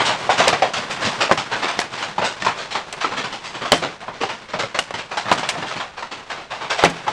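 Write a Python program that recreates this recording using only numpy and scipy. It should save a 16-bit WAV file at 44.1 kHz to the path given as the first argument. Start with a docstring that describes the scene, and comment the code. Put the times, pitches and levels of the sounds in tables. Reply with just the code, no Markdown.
"""A bare attic under hail, heard from inside on the way up to a roof window.
Small hail patters over the storm's low rumble. Big stones far along the roof spread through the deck
as rattling bursts; those overhead knock on single boards, each with its own hollow note. Stones on
the window crack, rattle the sash and ring the pane; the loudest overload the microphone."""
import sys
import numpy as np
from scipy import signal
from scipy.fft import rfft, irfft
from scipy.io import wavfile
from scipy.ndimage import uniform_filter1d

SR = 44100
rng = np.random.default_rng(int(sys.argv[2]) if len(sys.argv) > 2 else 0)


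def store_wav(level_fs):
    """Save 16-bit WAV to argv[1]."""
    pcm = np.round(np.clip(np.atleast_2d(level_fs), -1, 1) * 32767)
    wavfile.write(sys.argv[1], SR, pcm.T.astype(np.int16))


N = 313992
HIT_SAMPLES = 16384
AGE_S = np.arange(HIT_SAMPLES) / SR


def gain(db):
    """Decibels to amplitude."""
    return 10 ** (np.asarray(db) / 20)


def unit_rms(x):
    """Scales to an rms of 1."""
    return x / np.sqrt(np.mean(x ** 2) + 1e-20)


def smooth_noise(width, passes=1, count=HIT_SAMPLES):
    """Noise averaged over width points, rms 1."""
    noise = rng.standard_normal(count)
    for _ in range(passes):
        noise = uniform_filter1d(noise, size=width)
    return unit_rms(noise)


def lookup(table, hz):
    """Reads a table on a log-frequency axis."""
    freq_hz, value = np.transpose(table)
    return np.interp(np.log(hz + 1), np.log(freq_hz), value)


def add(mix, start_s, sound):
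    """Mixes a sound in, in place."""
    part = mix[max(round(start_s * SR), 0):][:len(sound)]
    part += sound[:len(part)]


def swell(rise_s):
    """Onset with time constant rise_s."""
    return 1 - np.exp(-AGE_S / rise_s)


def mode(freq_hz, level_db, t60_s):
    """One damped resonance."""
    return gain(level_db - 60 * AGE_S / t60_s) * np.sin(2 * np.pi * freq_hz * AGE_S)


def contact(spectrum, hard_db_oct=0, thud_db=0, peak_hz=900, peak_db=0, peak_width=0.1,
            pivot_hz=700, ripple_db=0):
    """Click of energy 1: hard ice adds treble, a heavy stone bass, the struck spot a resonance."""
    hz = np.fft.rfftfreq(HIT_SAMPLES, 1 / SR) + 1
    db = lookup(spectrum, hz) + ripple_db
    db += hard_db_oct * np.maximum(np.log2(hz / pivot_hz), 0)
    db += thud_db * np.exp(-(np.log2(hz / 170) / 1.23) ** 2)  # bump at 170 Hz
    db += peak_db / (1 + (np.log(hz / peak_hz) / peak_width) ** 2)
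    log_gain = np.log(gain(np.r_[db, db[-2:0:-1]]))
    minimum_phase = np.exp(signal.hilbert(log_gain).conj())[:len(hz)]
    click = irfft(minimum_phase, HIT_SAMPLES)[:HIT_SAMPLES // 8]
    return click / np.linalg.norm(click)


# Storm rumble spectrum: freq_hz, level_db
RUMBLE_SPECTRUM = [(25, 0), (55, -3), (95, 2), (200, -24.5), (800, -82)]

def rumble(level_db=-57.5):
    """The storm's steady, deep rumble through the house."""
    noise = signal.oaconvolve(rng.standard_normal(N), contact(RUMBLE_SPECTRUM))[:N]
    return gain(level_db) * unit_rms(noise)


# Ring time of deck and attic: freq_hz, t60_s
ATTIC_DECAY = [(100, 0.17), (260, 0.28), (700, 0.225), (1800, 0.24), (5000, 0.25), (8500, 0.255),
               (12000, 0.2)]

def reflections(click, echoes_per_s=5000, clump_db=1.5):
    """Separate echoes in deck and attic arrive in small clumps and die steadily."""
    taps = np.sign(rng.standard_normal(HIT_SAMPLES)) * (rng.random(HIT_SAMPLES) < echoes_per_s / SR)
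    taps *= gain(clump_db * smooth_noise(110))
    echoes = irfft(rfft(taps) * rfft(click, HIT_SAMPLES))
    echoes /= np.sqrt(uniform_filter1d(echoes ** 2, size=700))  # energy flows out evenly
    hz, time_s, bands = signal.stft(echoes, SR, nperseg=256)
    decay = gain(-60 * time_s / lookup(ATTIC_DECAY, hz)[:, None])
    return signal.istft(bands * decay, SR, nperseg=256)[1][:HIT_SAMPLES]


# Small hail spectrum: freq_hz, level_db
PATTER_SPECTRUM = [(25, -33), (60, -29), (130, 11.5), (300, 4.5), (650, 9.5), (1000, 9.5), (1800, 6),
                   (3500, 0.5), (6000, -7.5), (9000, -17), (11000, -36), (13000, -38)]
# Small hail, louder deep in the attic than at the window: time_s, level_db
PATTER_ENVELOPE = [(0, -31), (1.45, -29.5), (1.88, -32.5), (2.88, -36.5), (4.1, -39.5), (4.7, -41),
                   (5.55, -33.5), (5.9, -43), (7.05, -34)]

def patter(stones_per_s=70, patches=8, size_spread_db=4.0, wash_gain=0.37):
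    """Small stones land at random all over the roof, above an even wash of the farthest ones."""
    click, taps = contact(PATTER_SPECTRUM), np.zeros(N)
    for _ in range(patches):
        sizes = gain(size_spread_db * np.minimum(rng.exponential(1, N), 2))
        stones = sizes * (rng.random(N) < stones_per_s / patches / SR)
        taps += signal.oaconvolve(stones, reflections(click) * swell(0.0009))[:N]
    wash = signal.oaconvolve(rng.standard_normal(N), click)[:N]
    level_db = np.interp(np.arange(N) / SR, *np.transpose(PATTER_ENVELOPE))
    return gain(level_db) * unit_rms(unit_rms(taps) + wash_gain * wash)


def spot_ripple_db(depth_db=2.2):
    """Chance resonances of one struck spot: no two blows have the same colour."""
    return depth_db * smooth_noise(50, passes=2, count=HIT_SAMPLES // 2 + 1)


def chips(spectrum, hard_db_oct, ripple_db=0, chips_per_s=130, fade_s=0.11):
    """The stone shatters: a few chips, brighter than the stone, tick on the roof."""
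    click = contact(spectrum, hard_db_oct + 0.71, ripple_db=ripple_db)
    ticks = np.sign(rng.standard_normal(HIT_SAMPLES)) * (rng.random(HIT_SAMPLES) < chips_per_s / SR)
    return signal.oaconvolve(1.6 * ticks * np.exp(-AGE_S / fade_s), click)[:HIT_SAMPLES]


# Roof board modes: pitch_ratio, level_db, t60_s
BOARD_MODES = [(0.789, -12.5, 0.096), (1, 3, 0.038), (1.23, -25, 0.046), (1.5, -10, 0.095)]

def board(pitch_hz):
    """The hollow ring of one roof board; its close modes beat."""
    return swell(0.0009) * sum(mode(pitch_hz * ratio, db, t60_s) for ratio, db, t60_s in BOARD_MODES)


# Spectrum of a blow on the roof: freq_hz, level_db
ROOF_SPECTRUM = [(30, -34), (65, -23), (110, -2.5), (170, -6), (330, -3.5), (480, 1.5), (680, 5), (1000, 5),
                 (1600, 0.5), (3200, -4), (5000, -11.5), (7800, -22), (9400, -34), (11000, -55)]
# Big stones along the roof: start_s, level_db, hard_db_oct, thud_db, distance_m
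ROOF_STONES = [(0.0, -11, 0, 0, 1.6), (0.047, -7.5, 4, 3, 9.3), (0.075, -7, -2, 0, 11.6),
               (0.296, -12.5, 3, -5, 4.5), (0.375, -10, 4.5, 13, 4.3), (0.388, -9, -2, -5, 3.6),
               (0.431, -12.5, 1, -5, 4.1), (0.765, -19.5, 2, 3, 0.56), (0.908, -24, 6, 4, 0.49),
               (1.016, -14.5, 2.5, 8, 3.4), (1.043, -10.5, 2, 8, 6.4), (1.205, -9.5, 1, -4, 2.4),
               (1.512, -10.5, -1, 0, 6.4), (1.62, -10, 0.1, 1, 7.2), (1.679, -15.5, 0.5, -32, 1.9),
               (1.926, -21.5, 1, 3, 3.5), (1.972, -20, 3.5, 5, 5.1), (2.024, -19.5, 1, -7, 0.65),
               (2.212, -11.5, -2, 2, 5.7), (2.241, -15, 4, 4, 2.4), (2.398, -24, 1.5, 2, 4.6),
               (2.57, -12, 2, 1, 22), (2.705, -18, 3, -10, 5.9), (3.007, -16.5, 1, -31, 2.6),
               (3.108, -17.5, -0.5, 7.5, 4.5), (3.165, -13.5, 1.5, 4, 6.4), (3.32, -20, 2.5, 10.5, 5),
               (3.433, -18, 3, -8, 13.7), (3.541, -22, 1.5, 10, 3.1), (3.609, -17, -0.5, 6, 5.5),
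               (3.651, -20, 1, 1, 1.1), (3.819, -13, -.5, 12, 4.4), (4.02, -30, -4.5, -46, 2.5),
               (4.129, -24, 0.5, 7, 14), (4.205, -14.5, 0.5, 10, 4.1), (4.288, -19.5, 1, 6.5, 2.6),
               (4.48, -23, 1.5, 6, 12), (4.589, -15.5, 1.5, -2, 2.1), (4.982, -22.5, 1, -1, 1.6),
               (5.108, -18.5, 0, 2, 5.3), (5.248, -15.5, -2.5, 4, 9.3), (5.278, -12.5, -1, -4, 8.6),
               (5.376, -19.5, 3, 10, 0.81), (5.57, -22.5, 0.5, 17, 3), (5.66, -19, 2, -18, 8.2),
               (5.71, -23.5, 1, -15, 0.89), (5.76, -23, 1.5, 15.5, 1.1), (5.797, -19, -1, -30, 1.9),
               (5.968, -22.5, 1, -3, 4.2), (6.112, -23, 1, 3, 2.3), (6.298, -20, 0.5, -13, 2.4),
               (6.361, -20, -1, 2, 15), (6.503, -16, -0.5, -11, 8.8), (6.6, -11, -2, -21, 23.5),
               (6.698, -12, 1.5, -10, 3.2), (6.772, -15, 2, -12, 7.4), (6.822, -15, -2, -5, 1),
               (7.067, -19.5, -4.5, -12, 1.5)]

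def roof_hit(level_db, hard_db_oct, thud_db, distance_m, rise_s_per_m=0.0027, reach_m=2.3):
    """Near blows keep a tick and a faint board note; far ones spread through the deck and swell slower."""
    nearness = np.exp(-distance_m / reach_m)
    pitch_hz, ripple_db = rng.uniform(600, 1300), spot_ripple_db()
    click = contact(ROOF_SPECTRUM, hard_db_oct, thud_db, ripple_db=ripple_db)
    deck = reflections(click) + chips(ROOF_SPECTRUM, hard_db_oct, ripple_db)
    sound = deck * swell(rise_s_per_m * distance_m) + nearness * gain(-4.5) * board(pitch_hz)
    add(sound, 0, 5 * nearness * click)
    return gain(level_db - 0.14) * sound


def crack(click, clatter_s, room_db=-17, room_rise_s=0.0012):
    """A contact click, a few milliseconds of clatter in what was struck, then the room."""
    clatter = rng.standard_normal(HIT_SAMPLES) * np.exp(-AGE_S / clatter_s)
    clatter[0] -= 3  # first touch
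    direct = signal.oaconvolve(clatter, click)[:HIT_SAMPLES]
    direct *= np.sqrt(clatter_s * SR / 2) / np.linalg.norm(direct)
    return direct + gain(room_db) * reflections(click) * swell(room_rise_s)


# Big stones overhead: start_s, level_db, hard_db_oct, thud_db, pitch_hz, ring_db, deck_db
OVERHEAD_STONES = [(0.292, -16, -5, -5, 724, 1, 6), (0.402, -17.5, -4, 3, 670, 3, 0.5),
                   (0.4729, -13.5, 0, 5, 554, 5, -0.5), (0.527, -18, -0.5, 4.5, 740, 8, 3.5),
                   (0.6215, -13, -1, -5, 755, 2, 3), (0.736, -19, 3.5, 1, 1366, -6, 0),
                   (1.295, -14, -1.5, 5, 778, 0, -8), (1.375, -21.5, 3, 6, 1180, -1, 4.5),
                   (1.8156, -15, 2, -6, 1670, -2.5, -15), (2.181, -19, -1.5, 3, 827, 8, 1.5),
                   (2.422, -16, 2.5, 18, 1790, -4.5, -9.5), (2.449, -19, 5, -14, 975, 1, -5),
                   (2.464, -17.5, -1, -2, 925, 5.5, 5.5), (2.751, -21.5, 0.5, -2.5, 835, 0, 4),
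                   (3.044, -17, 0, 2, 1314, 7, -1.5), (3.241, -20.5, 1.5, 12.5, 1010, -4, -0.5),
                   (4.08, -24, -4, 6, 1026, 3.5, -1), (4.235, -20, 2.5, 0, 783, 6.5, -6.5),
                   (4.535, -23.5, -1.5, 9, 614, -10, 4.5), (4.635, -19.5, 1, 13, 556, 2.5, -9),
                   (4.745, -23, 0, -3, 810, -3, 4), (4.94, -21.5, 1.5, 9, 926, -11, -1),
                   (5.172, -20, 2.5, -4, 830, 5.5, 2), (5.431, -20, -0.5, -29, 770, -3, -1.5),
                   (5.553, -27, -4.5, -13, 710, 3, 1), (5.624, -26.5, -0.5, 10, 770, 4.5, 4.5),
                   (6.025, -25.5, 1, 8, 918, 2, -1), (6.789, -23.5, 1, -7, 670, 8, 3),
                   (7.08, -20.5, 2.5, 14, 854, 11.5, -5)]

def overhead_knock(level_db, hard_db_oct, thud_db, pitch_hz, ring_db, deck_db, slap_s=0.0085):
    """A hard crack, the board's note, its slap back on the rafter, then the deck and a few chips."""
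    click = contact(ROOF_SPECTRUM, hard_db_oct, thud_db, pitch_hz, peak_db=4.5, peak_width=0.088,
                    ripple_db=spot_ripple_db())
    note = gain(ring_db) * board(pitch_hz)
    sound = crack(click, clatter_s=0.0028, room_db=deck_db, room_rise_s=0.001) + note
    add(sound, round(slap_s * pitch_hz) / pitch_hz, gain(-11) * note)  # slap in step with the swing
    sound += gain(deck_db - 3) * chips(ROOF_SPECTRUM, hard_db_oct)
    return gain(level_db) * sound


# Low pane modes: freq_hz, level_db, t60_s
PANE_MODES = [(167, -28.5, 0.38), (269, -27, 0.22), (325, -30, 0.24), (412, -35, 0.14), (562, -16, 0.07),
              (700, -14.5, 0.125)]

def pane(place_frac, roughness=0.48):
    """Low modes beat, roughened by the loose sash; the place of the blow decides which ones wake."""
    hum = 0
    for order, row in enumerate(PANE_MODES, 1):
        jostle = 1 + roughness * smooth_noise(400)
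        hum += np.sin(order * np.pi * place_frac) * jostle * mode(*row)
    return hum * swell(0.019) * (1 - AGE_S / AGE_S[-1])  # the heavy pane is slow to swing


# Spectrum of a blow on the window: freq_hz, level_db
WINDOW_SPECTRUM = [(30, -16), (70, -9), (160, 1), (400, 1.5), (750, 2), (1300, -2), (2000, 0.5), (3000, -1),
                   (5000, -2.5), (8500, -9), (10200, -19), (13000, -37), (16000, -44)]
# Stones on the window: start_s, level_db, hard_db_oct, thud_db, clatter_s, spot_hz,
# rebound_step_db, rebound_hard_db_oct, sash_hz, place_frac
WINDOW_STONES = [(0.48, -7, 0, -11, 0.0035, 3970, -7.5, -3, 2420, 0.8),
                 (1.3124, -4.5, -9.5, 1, 0.0068, 1036, -10.5, -3, 1750, 0.15),
                 (1.791, -8, -4, -5.5, 0.0027, 753, -14, 3, 1670, 0.09),
                 (2.927, -23, 1.5, -15, 0.0052, 1060, -4.5, -8.5, 2450, 0),
                 (3.7198, 2, -2, -3, 0.0025, 3130, -8.5, -10, 615, 0.43),
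                 (4.789, -9, -2, -10.5, 0.0055, 2900, -29, 11, 1040, 0.24),
                 (4.907, -20.5, -8, -1, 0.0056, 1120, -20, -14, 1700, 0.53),
                 (5.3153, -3, -9, -3.5, 0.0052, 1000, -9.5, -3, 1200, 0.12),
                 (5.489, -14.5, 0, -43, 0.01, 650, -6.5, -3, 2410, 0.1),
                 (6.838, 2.5, -9, 2, 0.0023, 834, -10.5, -3.5, 2400, 0.3)]

def window_hit(level_db, hard_db_oct, thud_db, clatter_s, spot_hz,
               rebound_step_db, rebound_hard_db_oct, sash_hz, place_frac, pivot_hz=1330):
    """The stone cracks on glass, the sash rattles in its frame, the stone lands again, the pane hums."""
    glass_click = contact(WINDOW_SPECTRUM, hard_db_oct, thud_db - 2, spot_hz,
                          peak_db=11.5, peak_width=0.028, pivot_hz=pivot_hz)
    sash_click = contact(WINDOW_SPECTRUM, rebound_hard_db_oct, thud_db, sash_hz,
                         peak_db=7, peak_width=0.14, pivot_hz=pivot_hz)
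    sound = crack(glass_click, clatter_s)
    for rebound in (1, 2):
        gap_s = 0.0095 + 0.00046 * rng.uniform(-0.9, 1)
        add(sound, rebound * gap_s, gain(rebound * rebound_step_db) * crack(sash_click, clatter_s=0.0083))
    flight_s = 0.05 * gain(0.67 * level_db)  # weaker stones land again sooner
    bounce = crack(contact(WINDOW_SPECTRUM, hard_db_oct=0.5), clatter_s=0.0083)
    add(sound, flight_s, gain(-31.5) * bounce)
    sound += gain(thud_db + 8) * pane(place_frac)
    return gain(level_db + 1.5) * sound


def scene():
    """Big stones on roof and window over the patter and the rumble."""
    mix = patter() + rumble()
    for start_s, *blow in ROOF_STONES:
        add(mix, start_s, roof_hit(*blow))
    for start_s, *blow in OVERHEAD_STONES:
        add(mix, start_s, overhead_knock(*blow))
    for start_s, *blow in WINDOW_STONES:
        add(mix, start_s, window_hit(*blow))
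    return mix[None]


def record(dry, cutoff_hz=13200):
    """The loudest cracks overload at full scale; a low-pass follows."""
    lowpass = signal.firwin(255, cutoff_hz, window=("kaiser", 8), fs=SR)
    return signal.oaconvolve(np.clip(dry, -1, 1), lowpass[None], "same")


dry = scene()
out = record(dry)
store_wav(out)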